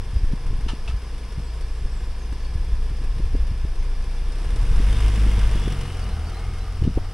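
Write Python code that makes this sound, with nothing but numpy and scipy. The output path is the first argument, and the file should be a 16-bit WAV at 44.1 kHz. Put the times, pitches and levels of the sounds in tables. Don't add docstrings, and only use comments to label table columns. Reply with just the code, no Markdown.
import sys
import numpy as np
from scipy import signal
from scipy.fft import rfft, irfft
from scipy.io import wavfile
from scipy.ndimage import uniform_filter1d, map_coordinates

SR = 44100
rng = np.random.default_rng(int(sys.argv[2]) if len(sys.argv) > 2 else 0)


def to_wav(sig):
    pcm = np.clip(np.atleast_2d(sig), -1, 1) * 32767
    pcm = np.round(pcm).astype(np.int16)
    wavfile.write(sys.argv[1], SR, pcm.T)


N = 314433


def undb(db):
    return 10 ** (np.asarray(db) / 20)


def unit(x):
    return x / np.sqrt(np.mean(x ** 2))


def curves(table):
    s, *columns = np.transpose(table)
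    return [np.interp(np.arange(N) / SR, s, c) for c in columns]


def gains(points, size):
    hz, db = np.transpose(points)
    return undb(np.interp(np.log(np.fft.rfftfreq(size, 1 / SR) + 1), np.log(hz), db))


def colour(x, spectrum, resonances=()):
    size = x.shape[-1]
    f, gain = np.fft.rfftfreq(size, 1 / SR), gains(spectrum, size)
    for hz, width, db in resonances:
        gain = gain * (1 + (undb(db) - 1) / (1 + 2j * (f - hz) / width))
    return unit(irfft(rfft(x) * gain, size))


def band(x, hz, width_hz):
    edges = [hz - width_hz / 2, hz + width_hz / 2]
    return unit(signal.sosfilt(signal.butter(2, edges, "band", fs=SR, output="sos"), x))


def wander(rate_hz):
    hold = int(SR / rate_hz)
    steps = np.repeat(rng.standard_normal(N // hold + 1), hold)
    return unit(uniform_filter1d(uniform_filter1d(steps, hold), hold)[:N])


def add(out, s, sound):
    i = max(int(s * SR), 0)
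    out[:, i:i + sound.shape[-1]] += sound[..., :max(N - i, 0)]


# f/Hz, side minus mid level/dB
FIELD_WIDTH = [(100, -58), (700, -102), (1150, -21.5), (2000, -20.5), (4000, -7), (5500, -7), (7000, -7.5),
               (9000, -2.5), (12000, -2)]
def noise(size=N):
    mid, side = rng.standard_normal((2, size))
    side = irfft(rfft(side) * gains(FIELD_WIDTH, size), size)
    return np.array([mid + side, mid - side])


# f/Hz, relative level/dB
TOWN_SPECTRUM = [(20, 3), (60, 16.5), (150, 7), (300, 6.5), (470, 7), (570, 1), (1000, 0), (1500, -7.5),
                 (3000, -4.5), (4000, -8), (5200, 0), (6800, -17), (9700, -15.5), (11200, -17.5),
                 (12800, -30)]
def town(level_db=-48.5, swell_db=0.5):
    return undb(level_db + swell_db * wander(3.2)) * colour(noise(), TOWN_SPECTRUM)


def ticks(every_s=0.143, hz=10350, width_hz=450, length_s=0.0064, level_db=-59.5):
    out, t = np.zeros((2, N)), np.arange(SR // 20) / SR
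    envelope = undb(level_db) * np.exp(-(t / length_s - 2) ** 2)
    for k in range(1, 9):
        add(out, k * every_s - 2 * length_s, envelope * band(noise(len(t)), hz, width_hz))
    return out


def twitter(from_s=1.2, span_s=3.1, centre_hz=4950, spread_hz=550, slide_hz=250):
    notes = []
    for when, pitch, slide in rng.random((16, 3)):
        hz = centre_hz + spread_hz * (2 * pitch - 1)
        notes.append((from_s + span_s * when, 0.04012, hz, hz + slide_hz * (2 * slide - 1), -60))
    return notes


# t/s, duration/s, start f/Hz, end f/Hz, relative level/dB
BIRD_NOTES = [(1.39, .2, 8000, 7530, -63), (1.65, .22, 7880, 7500, -64.5), (1.91, .18, 7850, 7450, -58.5),
              (2.19, .07, 6600, 6240, -57.5), (2.38, .16, 4530, 4500, -56), (2.371, .07, 6500, 6100, -61),
              (3.503, .033, 4200, 4950, -55), (3.78, .073, 6250, 6080, -59), (3.867, .03, 5050, 4750, -53),
              (5.81, .06, 3930, 4100, -54), (6.004, .05, 4680, 4570, -50), (6.068, .07, 3940, 4200, -50),
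              (6.258, .05, 4660, 4590, -47.5), (6.26, .085, 6600, 6050, -55),
              (6.32, .08, 3890, 4220, -52.5), (6.6, .04, 3980, 4020, -56)]
def birds(song_db=-5, flutter_db=4.5, waver=0.007, echo_db=-5, echo_s=0.03):
    song, wobble = np.zeros((2, N)), 1 + waver * wander(260)
    repeated_call = [(0.1 + k * 0.45, 0.12, 5070, 4900, -58) for k in range(4)]
    for s, length, start_hz, end_hz, db in repeated_call + BIRD_NOTES + twitter():
        u = np.linspace(0, 1, int(length * SR))
        hz = (end_hz + (start_hz - end_hz) * (1 - u) ** 1.4) * wobble[int(s * SR):][:len(u)]
        envelope = undb(db) * np.sqrt(2 * np.abs(np.sin(np.pi * u)))
        add(song, s, envelope * np.sin(2 * np.pi * np.cumsum(hz) / SR))
    song *= undb(song_db + flutter_db * wander(90))
    t = np.arange(SR // 3) / SR
    trees = unit(rng.standard_normal((2, len(t))) * np.exp(-t / echo_s)) / np.sqrt(len(t))
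    return song + undb(echo_db) * signal.fftconvolve(song, trees, axes=1)[:, :N]


# f/Hz, level before the gain/dB
PUMP_WHINE = [(727, -68), (813, -66.5), (1048, -61), (1700, -63), (1750, -65), (2309, -67.5), (2449, -67.5),
              (2676, -71), (2778, -71.5), (3260, -69.5), (3480, -66)]
# t/s, gain/dB
PUMP_GAIN = [(0, 1), (5.6, 2), (6.4, -14)]
def pumps(width_hz=65):
    lines = sum(undb(db) * band(rng.standard_normal(N), hz, width_hz) for hz, db in PUMP_WHINE)
    return undb(curves(PUMP_GAIN)[0]) * lines


# t/s, crack level/dB, ring f/Hz, ring level/dB
IMPACTS = [(0.683, -32, 2810, -30), (0.696, -47, 3090, -37), (0.877, -36, 2631, -29.5),
           (6.836, -43, 2600, -62)]
# f/Hz, relative level/dB
CRACK_SPECTRUM = [(200, 4), (800, 2), (2800, 1.5), (5200, 0.5), (7000, -9), (10000, -10.5), (13000, -39)]
# f/Hz, bandwidth/Hz, gain/dB
PANEL_MODES = [(915, 120, 11), (1292, 48, 14), (1765, 25, 13.5), (2890, 220, 11), (3570, 110, 7.5),
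               (3970, 55, 1)]
def barrier(attack_s=0.0014, crack_s=0.021, street_s=0.038, ring_s=0.0054, linger_s=0.032):
    out, t = np.zeros((2, N)), np.arange(SR // 4) / SR
    attack = 1 - np.exp(-t / attack_s)
    crack_decay = np.exp(-t / crack_s) + undb(-11) * np.exp(-t / street_s)
    ring_decay = np.exp(-t / ring_s) + undb(-17) * np.exp(-t / linger_s)
    for s, crack_db, hz, ring_db in IMPACTS:
        crack = crack_decay * colour(noise(len(t)), CRACK_SPECTRUM, PANEL_MODES)
        modes = np.sin(2 * np.pi * hz * t) + undb(-5) * np.sin(2 * np.pi * 1.065 * hz * t)
        add(out, s, attack * (undb(crack_db) * crack + undb(ring_db) * ring_decay * modes))
    return out


# t/s, level/dB
GUSTS = [(0, -26), (.25, -23.5), (.45, -21.5), (.9, -28.5), (1.1, -31), (1.76, -33), (1.9, -22),
         (2.25, -31), (2.6, -22), (2.95, -28), (3.3, -20), (3.65, -27), (4.1, -27.5), (4.55, -25),
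         (4.78, -18.5), (5.12, -22.5), (5.4, -22), (5.9, -31.5), (6.1, -22), (6.3, -27.5), (6.5, -25),
         (6.7, -28.5), (6.87, -22), (7.13, -25)]
# f/Hz, relative level/dB
WIND_SPECTRUM = [(8, -21), (18, 1.5), (28, -3), (45, -5.5), (70, -14.5), (110, -23), (200, -37),
                 (400, -47.5), (900, -109)]
def breeze(flutter_db=2.0):
    rumble = undb(flutter_db * wander(14)) * colour(rng.standard_normal(N), WIND_SPECTRUM)
    return undb(curves(GUSTS)[0]) * unit(rumble)


def swing(hz, skew, order=3):
    t = np.arange(-SR // 20, SR // 20) / SR
    wavelet = np.exp(2j * np.pi * skew) / (1 - 2j * np.pi * hz * t / (order - 1)) ** order
    return wavelet.real * np.hanning(len(t))


def eddies(count=16, weakest_db=-13, range_db=8, centre_hz=110, spread_octaves=0.88):
    out, gust_db = np.zeros((2, N)), curves(GUSTS)[0]
    for when, size, pitch, skew in rng.random((count, 4)):
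        i = int(when * N)
        bump = swing(centre_hz * 2 ** (spread_octaves * (2 * pitch - 1)), skew)
        add(out, (i - len(bump) / 2) / SR, undb(gust_db[i] + weakest_db + range_db * size) * bump)
    return out


# t/s, thump level/dB, thump f/Hz before pitch_ratio, pop level/dB, pop f/Hz
STRONG_EDDIES = [(.136, -16.5, 75, -34, 190), (0.167, -7, 48.6, -45, 160), (.239, -8.5, 46, -28.5, 200),
                 (.275, -13, 29.8, -45, 150), (0.331, -23, 100, -15, 154), (.506, -21, 90, -34, 169.8),
                 (0.525, -27, 80, -30, 230), (.592, -22, 85.5, -38, 150), (.66, -17, 59.6, -24.5, 229),
                 (0.73, -20, 90, -21, 197), (.894, -18.5, 79, -39, 170), (0.944, -13.5, 57, -46, 150),
                 (1.38, -16.5, 91, -30, 180), (1.402, -22.5, 120, -43, 190), (1.823, -29, 130, -49, 170),
                 (1.851, -10, 31.2, -34, 150), (2.323, -27, 110, -27.5, 170), (2.557, -11.5, 70, -41, 150),
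                 (2.699, -13, 33.52, -49, 150), (2.732, -9, 32.6, -36, 160.1), (2.912, -20, 81, -31, 200.2),
                 (3.013, -26, 90, -30, 210), (3.044, -28, 80, -33, 220), (3.166, -18.5, 69.9, -31, 180),
                 (3.199, -18, 130, -26, 314), (3.239, -9.5, 28, -36, 350), (3.34, -12.5, 51.94, -24, 200),
                 (3.347, -19, 150, -20, 305), (3.414, -13, 30, -46, 150), (3.516, -15.5, 81.5, -33, 190),
                 (3.646, -16.5, 83, -26, 240), (3.809, -17, 50, -46, 150), (4.468, -16, 54.6, -49, 150),
                 (4.63, -15, 65, -33, 150), (4.682, -25, 65, -41, 170), (4.715, -9.5, 59, -42, 170.2),
                 (4.796, -23, 70, -19, 190), (5.261, -27, 150, -20.5, 218), (5.383, -13, 84.5, -29, 200),
                 (5.553, -18, 131, -22.5, 266), (5.672, -19, 130, -16, 240), (6.085, -17, 55, -48, 149.5),
                 (6.141, -20, 60, -42, 150), (6.485, -15, 65.6, -40, 150), (6.821, -7.5, 78.7, -21, 250),
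                 (6.847, -8, 75, -22, 250), (6.866, -16, 149.7, -22, 230.3), (6.878, -6, 172, -29, 250),
                 (6.893, -20, 130, -25, 190), (6.909, -20, 90, -34, 170.1), (6.971, -7.5, 64, -10, 275),
                 (6.98, -21.5, 557, -26, 657)]
# f/Hz, relative level/dB
FLURRY_SPECTRUM = [(100, 14), (250, 4), (420, -4.5), (650, -10.5), (1100, -20.5), (1600, -52)]
def buffets(pitch_ratio=0.71, trail_s=0.00557, lopsided=0.23, flurry_db=-15, flurry_s=0.0099):
    out, skews = np.zeros((2, N)), rng.random((len(STRONG_EDDIES), 2))
    for (s, db, hz, pop_db, pop_hz), (lean, pop_skew) in zip(STRONG_EDDIES, skews):
        thump = undb(db) * swing(pitch_ratio * hz, lopsided * (lean - 0.5))
        t = (np.arange(len(thump)) - len(thump) / 2) / SR
        envelope = undb(flurry_db) * np.exp(-(t / flurry_s) ** 2)
        flurry = envelope * colour(rng.standard_normal(len(t)), FLURRY_SPECTRUM)
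        add(out, s + t[0], thump)
        add(out, s + t[0] + trail_s, undb(pop_db) * (swing(pop_hz, pop_skew, order=6) + flurry))
    return out


# multiple of the firing rate, relative level/dB
EXHAUST_ORDERS = [(2.5, -4), (3.5, -10), (4, -2), (4.5, -3), (5, -5), (6, -4), (7, -9), (8, -13), (9, -9.5),
                  (11, -14)]
# f/Hz, bandwidth/Hz, gain/dB
PIPE_MODES = [(155, 27, 3), (203, 16, 7.5), (466.3, 30, 11)]
def overtones(firings, rough_db=3.0):
    lines = sum(undb(db + rough_db * wander(6)) * np.sin(2 * np.pi * (order * firings + rng.random()))
                for order, db in EXHAUST_ORDERS)
    return colour(lines, [(80, 0.5), (600, -2.5)], PIPE_MODES)


def waiting_car(firing_hz=27.2, hum_db=-52, upper_db=-53):
    firings = np.cumsum(firing_hz * (1 + 0.00726 * wander(4.2))) / SR
    hum = unit(np.sin(2 * np.pi * 2 * firings))
    return undb(hum_db) * hum + undb(upper_db) * overtones(firings)


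def motion(move_off_s=3.716, accel_m_s2=1.545):
    rolling_s = np.maximum(np.arange(N) / SR - move_off_s, 0)
    return accel_m_s2 * rolling_s, accel_m_s2 * rolling_s ** 2 / 2


def nearness(behind_m=0, queue_m=2.08, kerb_m=2.26):
    _, travel_m = motion()
    return kerb_m / np.hypot(travel_m - queue_m - behind_m, kerb_m)


# f/Hz, relative level/dB
TYRE_SPECTRUM = [(60, 14), (200, -2), (450, -37), (600, -2), (780, 7), (980, -8.5), (1230, 4), (1600, -5.5),
                 (3000, -16.5), (7000, -45), (12000, -36)]
def tyres(level_db=-54.5, patchy_db=2.5):
    speed_m_s, _ = motion()
    gain = undb(level_db + patchy_db * wander(9.1)) * speed_m_s * nearness(behind_m=2.3)
    return gain * colour(noise(), TYRE_SPECTRUM)


# peak t/s, duration/s, f/Hz, glide/(Hz/s), bandwidth/Hz, level/dB
PASSING_TONES = [(4.961, 0.19, 3600, -300, 200.1, -50), (5.38, 0.23, 2126, 0, 70, -51),
                 (5.65, .2, 3407, -150, 150, -49), (5.9, 0.54, 2940, 99, 200, -53),
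                 (6.444, 0.37, 2164, 1.5, 129.6, -55), (6.599, 0.47, 1230, -170, 70, -55),
                 (6.6, 0.58, 763, -1, 50, -57)]
def passing_tones():
    out, t = 0, np.arange(N) / SR
    for s, length, hz, glide, width, db in PASSING_TONES:
        lowpass = signal.butter(2, width / 2, fs=SR, output="sos")
        blur = signal.sosfilt(lowpass, rng.standard_normal((2, N)))
        phase = 2 * np.pi * np.cumsum(hz + glide * (t - s)) / SR
        tone = unit(blur[0] * np.cos(phase) + blur[1] * np.sin(phase))
        out = out + undb(db) * np.exp(-(2 * (t - s) / length) ** 2) * tone
    return out


# t/s, f/Hz
FIRING_RATE = [(4.2, 27.98), (4.45, 33.56), (4.6, 37.18), (4.8, 46.4), (5.0, 52.44), (5.15, 51.8),
               (5.52, 48.92), (5.87, 44.5), (6.19, 38.29), (6.45, 41.85), (6.65, 43.2), (7.13, 44.4)]
def crankshaft(unsteady=0.00253):
    return np.cumsum(curves(FIRING_RATE)[0] * (1 + unsteady * wander(9))) / SR


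def revs():
    firing_hz = curves(FIRING_RATE)[0]
    return np.log2(firing_hz / firing_hz[0])


def bay_gain(idle_db=-45.5, db_per_octave=8, strain_db=1.5):
    climb = uniform_filter1d(np.maximum(np.gradient(revs()) * SR, 0), SR // 2)
    return undb(idle_db + db_per_octave * revs() + strain_db * climb) * nearness()


# f/Hz, relative level/dB
KNOCK_SPECTRUM = [(400, -46), (900, -9.5), (1700, 1), (2300, 0), (3000, 2.5), (3550, -4), (4000, -52),
                  (5400, -18), (7000, -13.5), (12000, -25)]
# f/Hz, bandwidth/Hz, gain/dB
BLOCK_MODES = [(668, 104, 4.5), (946, 20, 4.5), (1180, 25, 4), (1539, 13, 5.5), (2106, 31, 6.5),
               (2845, 43, 3.5), (3720, 200, 5)]
def knock(firings, idle_db=-63.5, db_per_octave=24, scatter_db=2.2):
    index = firings.astype(int)
    size_db = scatter_db * rng.uniform(-1, 1, index[-1] + 1)[index]
    rasp = colour(noise() * undb(size_db) * np.exp(-(firings % 1)), KNOCK_SPECTRUM, BLOCK_MODES)
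    return undb(idle_db + db_per_octave * revs()) * nearness(behind_m=0.3) * rasp


# f/Hz, relative level/dB
CLATTER_SPECTRUM = [(100, 6), (250, 5), (470, 6.5), (580, -3.5), (1000, 1), (1900, -4), (3100, -6.5),
                    (4100, -12), (5400, -6), (6900, -16.5), (8500, -11.5), (10300, -12.5), (12500, -29.5),
                    (15500, -54)]
# f/Hz, bandwidth/Hz, gain/dB
BAY_MODE = [(472, 55, 4)]
def clatter(firings, valve_db=-4, scatter_db=3, cylinder_db=3.5, fade_cycles=0.42, wash=0.6):
    stroke = (2 * firings).astype(int)
    chance = rng.uniform(-1.9, 1, stroke[-1] + 1)[stroke]
    cylinder = rng.uniform(-1, 1, 8)[stroke % 8]
    size_db = scatter_db * chance + cylinder_db * cylinder + valve_db * (stroke % 2)
    knocks = undb(size_db) * np.exp(-(2 * firings % 1) / (2 * fade_cycles))
    rattle = colour(noise() * np.hypot(wash, knocks), CLATTER_SPECTRUM, BAY_MODE + BLOCK_MODES)
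    treble = rattle - signal.sosfilt(signal.butter(1, 3000, fs=SR, output="sos"), rattle)
    return bay_gain() * (rattle + (undb(0.5) - 1) * treble)


def looped_noise(position):
    return map_coordinates(rng.standard_normal(1024), [position], order=3, mode="grid-wrap")


def gear_whirr(firings, relative_db=-2.5):
    camshaft_turns = firings / 4
    rattle = looped_noise(camshaft_turns % 1 * 1024)
    return bay_gain() * undb(relative_db) * colour(rattle, CLATTER_SPECTRUM, BAY_MODE + BLOCK_MODES)


# t/s, then level/dB of the firing note, its octave and its third harmonic
BOOM_LEVELS = [(0, -35.5, -32, -52), (1.7, -30, -33, -48), (2.9, -25, -29.5, -51), (4.3, -22.5, -32.5, -47),
               (4.6, -21.5, -39, -38), (4.8, -15.5, -33, -36), (5.05, -17, -29, -44),
               (5.4, -16, -34.5, -40), (5.6, -21.5, -33, -36.5), (5.87, -29, -33, -35.5),
               (6.15, -33.5, -29.5, -47), (6.45, -33, -35, -41), (6.7, -30, -32, -52),
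               (7.13, -37, -34.5, -43)]
# f/Hz, relative level/dB
GAS_SPECTRUM = [(45, -12), (75, 4.5), (120, 3), (170, -12.5), (260, -12), (420, -17.5), (700, -51)]
def exhaust(firings, jitter_cycles=0.008, scatter_db=1.5, lump_db=-18, puff_cycles=0.42):
    unevenness = 1 + revs()
    jittered = firings + jitter_cycles * unevenness * looped_noise(firings)
    strength = undb(scatter_db * unevenness * looped_noise(firings))
    phase = 2 * np.pi * jittered
    note_db, octave_db, third_db = curves(BOOM_LEVELS)
    subharmonic = undb(lump_db) * np.cos(phase / 2)
    note = undb(note_db + 1.2 * wander(15)) * unit(np.cos(phase) + subharmonic)
    octave = undb(octave_db + 1.5 * wander(15)) * unit(np.cos(2 * phase))
    third = undb(third_db) * unit(strength * np.cos(3 * phase))
    upper = undb(-45 + 4.5 * revs()) * unit(strength * overtones(jittered))
    puffs = rng.standard_normal(N) * np.exp(-(firings % 1) / puff_cycles)
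    gas = undb(-47 + 4 * revs()) * colour(puffs, GAS_SPECTRUM)
    muffler = nearness(behind_m=0.61) * (upper + gas)
    return note + octave + third + muffler


def van():
    firings = crankshaft()
    engine = exhaust(firings) + knock(firings) + clatter(firings) + gear_whirr(firings)
    return engine + passing_tones() + tyres()


def scene():
    vehicles = van() + waiting_car()
    wind = breeze() + buffets() + eddies()
    return vehicles + wind + barrier() + pumps() + birds() + ticks() + town()


# f/Hz, left minus right level/dB
PORT_BALANCE = [(60, .6), (180, .75), (400, 0), (1000, 0), (2000, .9), (4500, 1.3), (8000, .9),
                (12000, -.4)]
def record(dry, lead_s=1.3e-5, top_hz=15700):
    half_delay = np.exp(-1j * np.pi * np.fft.rfftfreq(N, 1 / SR) * lead_s)
    left = np.sqrt(gains(PORT_BALANCE, N)) * half_delay
    ports = irfft(rfft(dry) * np.array([left, 1 / left]), N)
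    return signal.sosfilt(signal.ellip(8, 0.2, 70, top_hz, fs=SR, output="sos"), ports)


dry = scene()
out = record(dry)
to_wav(out)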